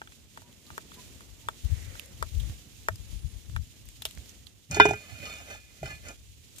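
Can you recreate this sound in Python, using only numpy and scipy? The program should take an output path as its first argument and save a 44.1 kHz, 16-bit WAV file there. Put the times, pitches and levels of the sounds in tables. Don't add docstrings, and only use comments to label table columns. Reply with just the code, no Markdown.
import sys
import numpy as np
from scipy import signal
from scipy.fft import rfft, irfft
from scipy.io import wavfile

SR = 44100
rng = np.random.default_rng(int(sys.argv[2]) if len(sys.argv) > 2 else 0)


def to_wav(sig):
    pcm = np.clip(np.atleast_2d(sig), -1, 1) * 32767
    pcm = np.round(pcm).astype(np.int16)
    wavfile.write(sys.argv[1], SR, pcm.T)


N = 291060
BURST = 3000
TIME_S = np.arange(N) / SR


def amp(db):
    return 10 ** (np.asarray(db) / 20)


def unit_rms(x):
    return x / np.sqrt(np.mean(x ** 2) + 1e-20)


def envelope(rows):
    return np.interp(TIME_S, *np.transpose(rows))


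def sides(pan_db):
    return amp([[pan_db / 2], [-pan_db / 2]])


def add(out, start_s, burst):
    at = round(start_s * SR)
    out[:, at:at + burst.shape[1]] += burst[:, :N - at]


def drift(rate_hz):
    r = np.exp(-80 * np.pi * rate_hz / SR)
    slow = signal.lfilter([1], [1, -2 * r, r * r], rng.standard_normal(N // 40 + 2002))[2000:]
    return np.interp(np.arange(N) / 40, np.arange(len(slow)), unit_rms(slow))


def swells(rows):
    power = np.zeros((2, N))
    for centre_s, db, length_s, pan_db in rows:
        bell = np.exp(-(2 * (TIME_S - centre_s) / length_s) ** 2)
        power += (amp(db) * unit_rms(sides(pan_db)) * bell) ** 2
    return power


def coloured(spectrum, shared, noises):
    hz, *port_db = np.transpose(spectrum)
    log_hz = np.log(np.arange(N // 2 + 1) * SR / N + 1)
    shape = [amp(np.interp(log_hz, np.log(hz), db, left=-90, right=-90)) for db in port_db]
    pair = np.sqrt(shared) * noises[0] + np.sqrt(1 - shared) * noises[1:]
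    return unit_rms(irfft(rfft(pair) * shape, N))


def crack(hz, t60, edge_ratio):
    shared, *own = rng.standard_normal((3, BURST))
    edges_hz = [hz / edge_ratio, min(hz * edge_ratio, .45 * SR)]
    band = signal.butter(2, edges_hz, "band", fs=SR, output="sos")
    decay = amp(-60 * TIME_S[:BURST] / max(t60, .002))
    return unit_rms(signal.sosfilt(band, shared + own)) * decay / 2


def ring(force, hz, t60):
    r, w = amp(-60 / (t60 * SR)), 2 * np.pi * hz / SR
    return signal.lfilter([0, np.sin(w)], [1, -2 * r * np.cos(w), r * r], force + 1e-18)


IN_STEP_MODES = [2010, 2050, 2274, 2451]
def radiate(force, hz, t60, pan_db):
    left_sign = -1 if hz in IN_STEP_MODES else 1
    return sides(pan_db) * [[left_sign], [1]] * ring(force, hz, t60)


def struck(modes, start_s, ring_db, tilt, pivot_hz, spread_db):
    out, at = np.zeros((2, N)), np.round(start_s * SR).astype(int)
    chance_db = spread_db * rng.standard_normal((len(at), len(modes)))
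    for k, (hz, mode_db, *_, t60, pan_db) in enumerate(modes):
        octaves = np.log2(max(hz, 400) / pivot_hz)
        force = np.zeros((2, N))
        force[:, at] = amp(ring_db + mode_db + tilt * octaves + chance_db[:, k])
        out += radiate(force, hz, t60, pan_db) * (-1) ** k
    return out


# left_delay_s, gain_db
HEARTH_ECHOES = [(.0021, -12), (.0046, -13.5)]
def arrive(pair, left_lead_s):
    phase_per_s = -2j * np.pi * np.arange(N // 2 + 1) * SR / N
    lag_s = np.array([[-left_lead_s / 2], [left_lead_s / 2]])
    stretch = np.array([[1], [1.07]])
    paths = 1 + sum(amp(db) * np.exp(phase_per_s * s * stretch) for s, db in HEARTH_ECHOES)
    t = TIME_S[:BURST]
    scatter = rng.standard_normal((2, BURST)) * amp(-41 - 60 * t / .07) * (t > .005)
    return irfft(rfft(pair) * np.exp(phase_per_s * lag_s) * (paths + rfft(scatter, N)), N)


# time_s, level_db
BREEZE = [(0, -57), (.6, -60.5), (1.1, -54.5), (2.05, -56), (3, -55), (3.9, -53), (4.6, -59.5), (5.3, -59),
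          (5.7, -59), (6.05, -52.5), (6.6, -60)]
# centre_s, level_db, length_s, pan_db
WIND_BUFFETS = [(.72, -51, 0.047, 1), (1.32, -48, 0.06, 20), (1.49, -50, 0.095, 8), (1.655, -33, .04, 28),
                (1.72, -31.5, 0.063, 36), (1.78, -36, 0.033, 25), (1.87, -36.5, 0.13, 23),
                (2.15, -42, 0.046, 14), (2.24, -32.5, 0.071, 19), (2.38, -28, 0.12, 25),
                (2.44, -33.5, 0.15, 27), (2.92, -34.5, 0.082, 15), (3.005, -36, 0.12, 29),
                (3.14, -32, 0.085, 38), (3.255, -26, 0.047, 38), (3.36, -37.5, 0.082, 30),
                (3.49, -47, 0.12, 10), (3.56, -27, 0.087, 22), (3.99, -51, 0.044, 6),
                (4.19, -38.5, 0.035, -19), (5.13, -48, 0.077, -22), (5.22, -43, .04, -27)]
# frequency_hz, left_db, right_db
WIND_SPECTRUM = [(28, -36.5, -39), (45, 2, -3.5), (65, 4, -2), (105, -3.5, 3.5), (180, -22.5, -14.5),
                 (343, -40.5, -21)]
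def wind():
    lumps = amp(2.8 * np.array([drift(10), drift(12.2)]))
    gain = np.sqrt(amp(envelope(BREEZE)) ** 2 + swells(WIND_BUFFETS))
    return gain * lumps * coloured(WIND_SPECTRUM, shared=0.21, noises=rng.standard_normal((3, N)))


# time_s, level_db
HISS_LEVEL = [(0, -59.5), (.13, -58), (.28, -62.5), (.38, -57), (.57, -60), (.73, -54), (.86, -56),
              (1.01, -50), (1.19, -55), (1.45, -56), (1.7, -51.5), (1.92, -51.5), (2.06, -55.5),
              (2.45, -50.5), (2.7, -56.5), (3.05, -54), (3.49, -57), (3.93, -58), (4.23, -53), (4.67, -63),
              (4.87, -54.5), (5.5, -54.5), (5.62, -58), (6, -54.5), (6.32, -59.5), (6.6, -55)]
# frequency_hz, left_db, right_db
HISS_SPECTRUM = [(1200, -21.5, -21.5), (2344, -15.5, -2), (2800, -10, 0.5), (3490, -8, 1), (4600, -7, -3),
                 (6200, -8, -1.5), (6970, -6.5, 2), (7900, -7, -6.5), (8500, -0.5, -14), (8550, -6.5, -11),
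                 (10400, -9, -7.5), (11100, -9, -12.5), (12600, -14, -9), (15730, -5, -9.5)]
RUSTLE_SPECTRUM = [(124, -3.5, -3), (232, -0.5, -6), (465, -12, -11.5), (900, -20, -21.5), (1446, -26, -20),
                   (2000, -21.5, -19), (3000, -33.5, -26.5)]
def fire_hiss():
    level_db = envelope(HISS_LEVEL)
    hiss = coloured(HISS_SPECTRUM, shared=0.045, noises=rng.standard_normal((3, N)))
    hiss *= amp(level_db + 1.4 * drift(20))
    rustle = coloured(RUSTLE_SPECTRUM, shared=0.35, noises=rng.standard_normal((3, N)))
    rustle *= amp(level_db - 2.5 - 0.84 * TIME_S + 1.5 * drift(11))
    low_pass = signal.cheby2(8, 40, 15900, fs=SR, output="sos")
    return signal.sosfilt(low_pass, hiss) + rustle


# start_s, ring_db, tilt_db_per_octave, crack_db
SPOON_KNOCKS = [(0.017, -40, 1.5, -42), (0.074, -54, 9, -47), (0.121, -57, 10, -42),
                (0.374, -39, -0.5, -37), (0.419, -51, -6, -42), (0.703, -42, 0, -44),
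                (0.779, -29, -2.5, -28.5), (0.918, -48, 5, -52), (1.207, -48, 0, -39),
                (1.486, -24, -2, -26.5), (1.954, -48, 3, -53), (2.226, -27.5, -3, -21.5),
                (2.885, -18, -3, -20.5), (3.563, -31.5, 3.5, -29.5), (4.053, -34, -4, -16)]
# pitch_hz, gain_db, t60_s, pan_db
MUG_MODES = [(416, -14, 0.015, -2.5), (640, -11, 0.041, -2.5), (900, -4, 0.021, 1), (1226, 9, 0.0093, 1),
             (1510, 11, 0.0063, -2.5), (1837, -5, 0.028, 1), (2360, -7.5, 0.015, -9),
             (3400, -10.5, 0.024, -7)]
def mug():
    start_s, ring_db, tilt, crack_db = np.transpose(SPOON_KNOCKS)
    out = struck(MUG_MODES, start_s, ring_db, tilt, pivot_hz=1200, spread_db=3.0) * sides(4)
    for s, db in zip(start_s, crack_db):
        add(out, s, amp(db) * crack(5500, t60=0.0081, edge_ratio=2.06))
    return arrive(out, left_lead_s=0.00024)


# start_s, level_db, centre_hz, t60_s, pan_db
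EMBER_SNAPS = [(0.5273, -41.5, 3400, 0.011, -6), (0.6645, -48, 4040, 0.063, -5),
               (0.94, -43, 3630, 0.073, -1), (1.6473, -39.5, 3560, 0.019, 8),
               (1.996, -22, 2950, 0.0064, -17), (2.059, -42.5, 9000, 0.018, 9),
               (2.3486, -40.5, 3670, 0.031, -8), (2.399, -37.5, 3370, 0.051, -6),
               (2.9573, -38, 5700, 0.014, 9), (3.854, -46, 11900, 0.024, -5),
               (3.8878, -36.5, 7900, 0.01, 8), (4.0207, -25.5, 3520, 0.026, -1),
               (4.0528, -23, 3350, 0.054, -4), (4.087, -43, 4020, 0.017, 11), (4.11, -42, 3600, 0.01, 20),
               (4.15, -46.5, 8130, .02, 10), (4.1836, -43, 7300, .019, 3), (4.259, -42, 4570, 0.018, -3),
               (4.293, -43, 6540, 0.022, -21), (4.4686, -39, 3640, 0.02, -18),
               (6.561, -43.5, 8540, .031, 2), (6.5833, -39.5, 7600, 0.055, 10)]
def embers():
    out = np.zeros((2, N))
    for start_s, db, hz, t60, pan_db in EMBER_SNAPS:
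        body = crack(hz, t60, edge_ratio=1.147)
        treble = amp(-4) * sides(10) * crack(8500, 1.18 * t60, edge_ratio=8.8)
        add(out, start_s, amp(db) * sides(pan_db) * (body + treble))
    for when, strength, pitch, pan in rng.random((160, 4)):
        tick = crack(3000 * 3.0 ** pitch, t60=0.0069, edge_ratio=1.12)
        add(out, when * N / SR, amp(-57.5 + 5.4 * strength ** 2) * sides(12 * pan - 8) * tick)
    return out


# centre_s, level_db, pitch_hz, length_s
FAR_BLIPS = [(0.462, -64.5, 960, 0.092), (0.706, -62.5, 1200, 0.093), (0.992, -53, 1000, 0.043),
             (1.447, -64, 900, 0.044)]
def blips():
    return sum(amp(db) * np.exp(-8 * ((TIME_S - s) / length_s) ** 2) * np.sin(2 * np.pi * hz * TIME_S)
               for s, db, hz, length_s in FAR_BLIPS)


# centre_s, length_s, pitch_hz, width_hz, level_db, pan_db
NOISE_STREAKS = [(1.874, 0.41, 2090, 820, -58.5, -6), (3.2, 0.34, 9650, 220, -69.5, -11),
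                 (1.99, 0.27, 550, 120, -62.5, 3)]
def streaks():
    out = np.zeros((2, N))
    for centre_s, length_s, hz, width_hz, db, pan_db in NOISE_STREAKS:
        t60 = np.log(1000) / (np.pi * width_hz)
        band = unit_rms(ring(ring(rng.standard_normal((2, N)), hz, t60), hz, t60))
        swell = np.exp(-(2 * (TIME_S - centre_s) / length_s) ** 4)
        out += amp(db) * sides(pan_db) * swell * band
    return out


# start_s, level_db, final_pitch_hz, t60_s, tick_db
AIR_PUFFS = [(2.497, -24.5, 70.5, 0.13, -38), (3.498, -32, 71.4, 0.11, -39.5),
             (4.175, -27.5, 65, 0.15, -34.5), (5.203, -29.5, 80.5, 0.058, -44)]
def puffs():
    out, t = np.zeros((2, N)), TIME_S[:4 * BURST]
    for start_s, db, hz, t60, tick_db in AIR_PUFFS:
        cycles = hz * (t + 0.0048 * (1 - np.exp(-t / 0.0055)))
        swing = np.sin(2 * np.pi * cycles) * amp(-60 * t / t60)
        add(out, start_s, amp(db) * swing * amp([[-24], [0]]))
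        add(out, start_s, amp(tick_db) * sides(-5) * crack(1200, t60=0.0099, edge_ratio=3.0))
    return out


VESSEL_PITCHES = [88, 300, 420, 580, 690, 780, 1230, 1410, 1575, 1728, 2010, 2050, 2274, 2451, 2512, 2818,
                  2972, 3028, 3572, 3632, 4328, 4400, 5130, 5290, 5500, 5890, 6045, 6500, 6700, 7050]
# struck_db, dragged_db, t60_s, pan_db
VESSEL_RESPONSE = [(-36, -13, 0.23, -4.5), (-2.5, -8.5, 0.036, -1), (-8, -34.5, 0.13, -1),
                   (-23, -11.5, 0.046, -3), (-1.5, -4.5, 0.043, -5), (-5.5, -19.5, 0.12, 0),
                   (-17, -12, 0.075, 10), (-8.5, -11.5, 0.097, -2), (-0.5, -11.5, .15, 0.5),
                   (-15, -6.5, .12, 0), (-2, -21, .035, 8.5), (-10.5, -8, 0.094, -4.5),
                   (-20.5, -9.5, .08, 0), (-3, -6.5, 0.27, -9.5), (-15.5, -5, 0.31, -6),
                   (-20, -17.5, 0.18, 5), (-17.5, -11.5, 0.099, -14), (-11.5, -13, 0.06, -10),
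                   (-13.5, -10.5, 0.21, 4), (-21.5, -14.5, 0.057, -9.5), (-20.5, -8, 0.063, -6),
                   (-14, -33, 0.036, -5), (-35, -20, .1, -5), (-23, -16.5, 0.075, -7.5),
                   (-33.5, -20, .06, -5.5), (-34.5, -13.5, 0.027, 2.5), (-34, -8.5, 0.05, -5),
                   (-35.5, -32, .1, -9.5), (-33.5, -16, 0.16, -3.5), (-31.5, -10, 0.062, -12)]
VESSEL_MODES = np.column_stack([VESSEL_PITCHES, VESSEL_RESPONSE])
# start_s, ring_db, tilt_db_per_octave, crack_db, thud_db, thud_hz
VESSEL_BLOWS = [(4.711, -51, -1, -22.5, -42, 800), (4.745, -39, 17, -22, -33, 794),
                (4.769, -32.5, -5, -28, -27.5, 815), (4.799, -11.5, 0, -29, 0, 926),
                (4.806, -19, -1, -36, -34, 764), (4.854, -22, -4, -21.5, -16.5, 900),
                (4.861, -55, 0, -25, -18.5, 690), (4.889, -38, -6, -54, -29, 870),
                (4.909, -40, -7, -28.5, -15, 700), (4.934, -38.5, -4, -35, -29.5, 804),
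                (5.254, -46, 15, -38, -41.5, 710), (5.549, -63, 5, -41.5, -41, 740),
                (5.83, -46, -2, -42.5, -23, 640), (5.857, -37.5, 4.5, -35, -59, 790),
                (6.085, -50, 3.5, -32, -72, 772)]
def vessel_blows(thud_t60_s=.027):
    start_s, ring_db, tilt, *contact = np.transpose(VESSEL_BLOWS)
    out = struck(VESSEL_MODES, start_s, ring_db, tilt, pivot_hz=2000, spread_db=2.5)
    impulse = np.arange(BURST) == 0
    for s, crack_db, thud_db, hz in zip(start_s, *contact):
        thud = ring(impulse, hz, thud_t60_s) - amp(-2.5) * ring(impulse, 1.167 * hz, 0.74 * thud_t60_s)
        add(out, s, amp(thud_db) * sides(-4.5) * thud)
        add(out, s, amp(crack_db) * crack(6350, t60=0.027, edge_ratio=1.2))
    return out


# time_s, level_db
DRAG_LEVEL = [(4.69, -83), (4.714, -38), (4.75, -40), (4.786, -40.5), (4.81, -39), (4.89, -39.5),
              (4.958, -48), (5.004, -55.5), (5.19, -50), (5.215, -47.5), (5.245, -45.5), (5.262, -42.5),
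              (5.36, -48), (5.43, -56), (5.47, -48), (5.556, -50), (5.622, -70), (5.808, -64), (5.862, -44),
              (5.922, -49), (6.014, -66.5), (6.06, -50), (6.098, -43), (6.2, -98)]
def vessel_drag(grains_per_s=1500):
    level_db = envelope(DRAG_LEVEL)
    moving = (TIME_S > DRAG_LEVEL[0][0]) & (TIME_S < DRAG_LEVEL[-1][0])
    grains = rng.standard_normal((3, N)) * (rng.random(N) < grains_per_s / SR)
    grains *= amp(2.5 * drift(25))
    ringing = np.zeros((2, N))
    for k, (hz, _, dragged_db, t60, pan_db) in enumerate(VESSEL_MODES):
        wander_db = 3.5 * drift(8)
        tilt_db = -1.5 * np.log2(max(hz, 400) / 2000)
        force = moving * grains[k % 3] * amp(level_db - 9.5 + dragged_db + wander_db + tilt_db)
        ringing += radiate(force, hz, 0.76 * t60, pan_db)
    # frequency_hz, left_db, right_db
    spectrum = [(1008, -9.5, -14.5), (5000, -10, 0), (9000, -2, -3), (15160, -10, -11)]
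    grit = coloured(spectrum, shared=0.2, noises=grains + 0.045 * rng.standard_normal((3, N)))
    return ringing, moving * amp(level_db - 10) * grit


def vessel():
    blows = vessel_blows()
    ringing, grit = vessel_drag()
    return arrive(blows + ringing, left_lead_s=-0.00021) + grit


# centre_s, level_db, length_s, pan_db
GROUND_BOOMS = [(4.72, -35, 0.037, 2), (4.81, -34, 0.053, -3.5), (4.88, -35, .14, -1),
                (5.84, -37, 0.039, 1), (5.92, -50, 0.086, 0)]
def booms(band_hz=(60, 153)):
    band = signal.butter(2, band_hz, "band", fs=SR, output="sos")
    return np.sqrt(swells(GROUND_BOOMS)) * unit_rms(signal.sosfilt(band, rng.standard_normal(N)))


def scene():
    return wind() + fire_hiss() + mug() + embers() + blips() + streaks() + puffs() + vessel() + booms()


def record(dry):
    high_pass = signal.butter(4, 38, "high", fs=SR, output="sos")
    low_pass = signal.cheby2(12, 70, 16460, fs=SR, output="sos")
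    clipped = np.clip(signal.sosfilt(high_pass, dry), -1, 1)
    return signal.sosfilt(low_pass, clipped)


dry = scene()
out = record(dry)
to_wav(out)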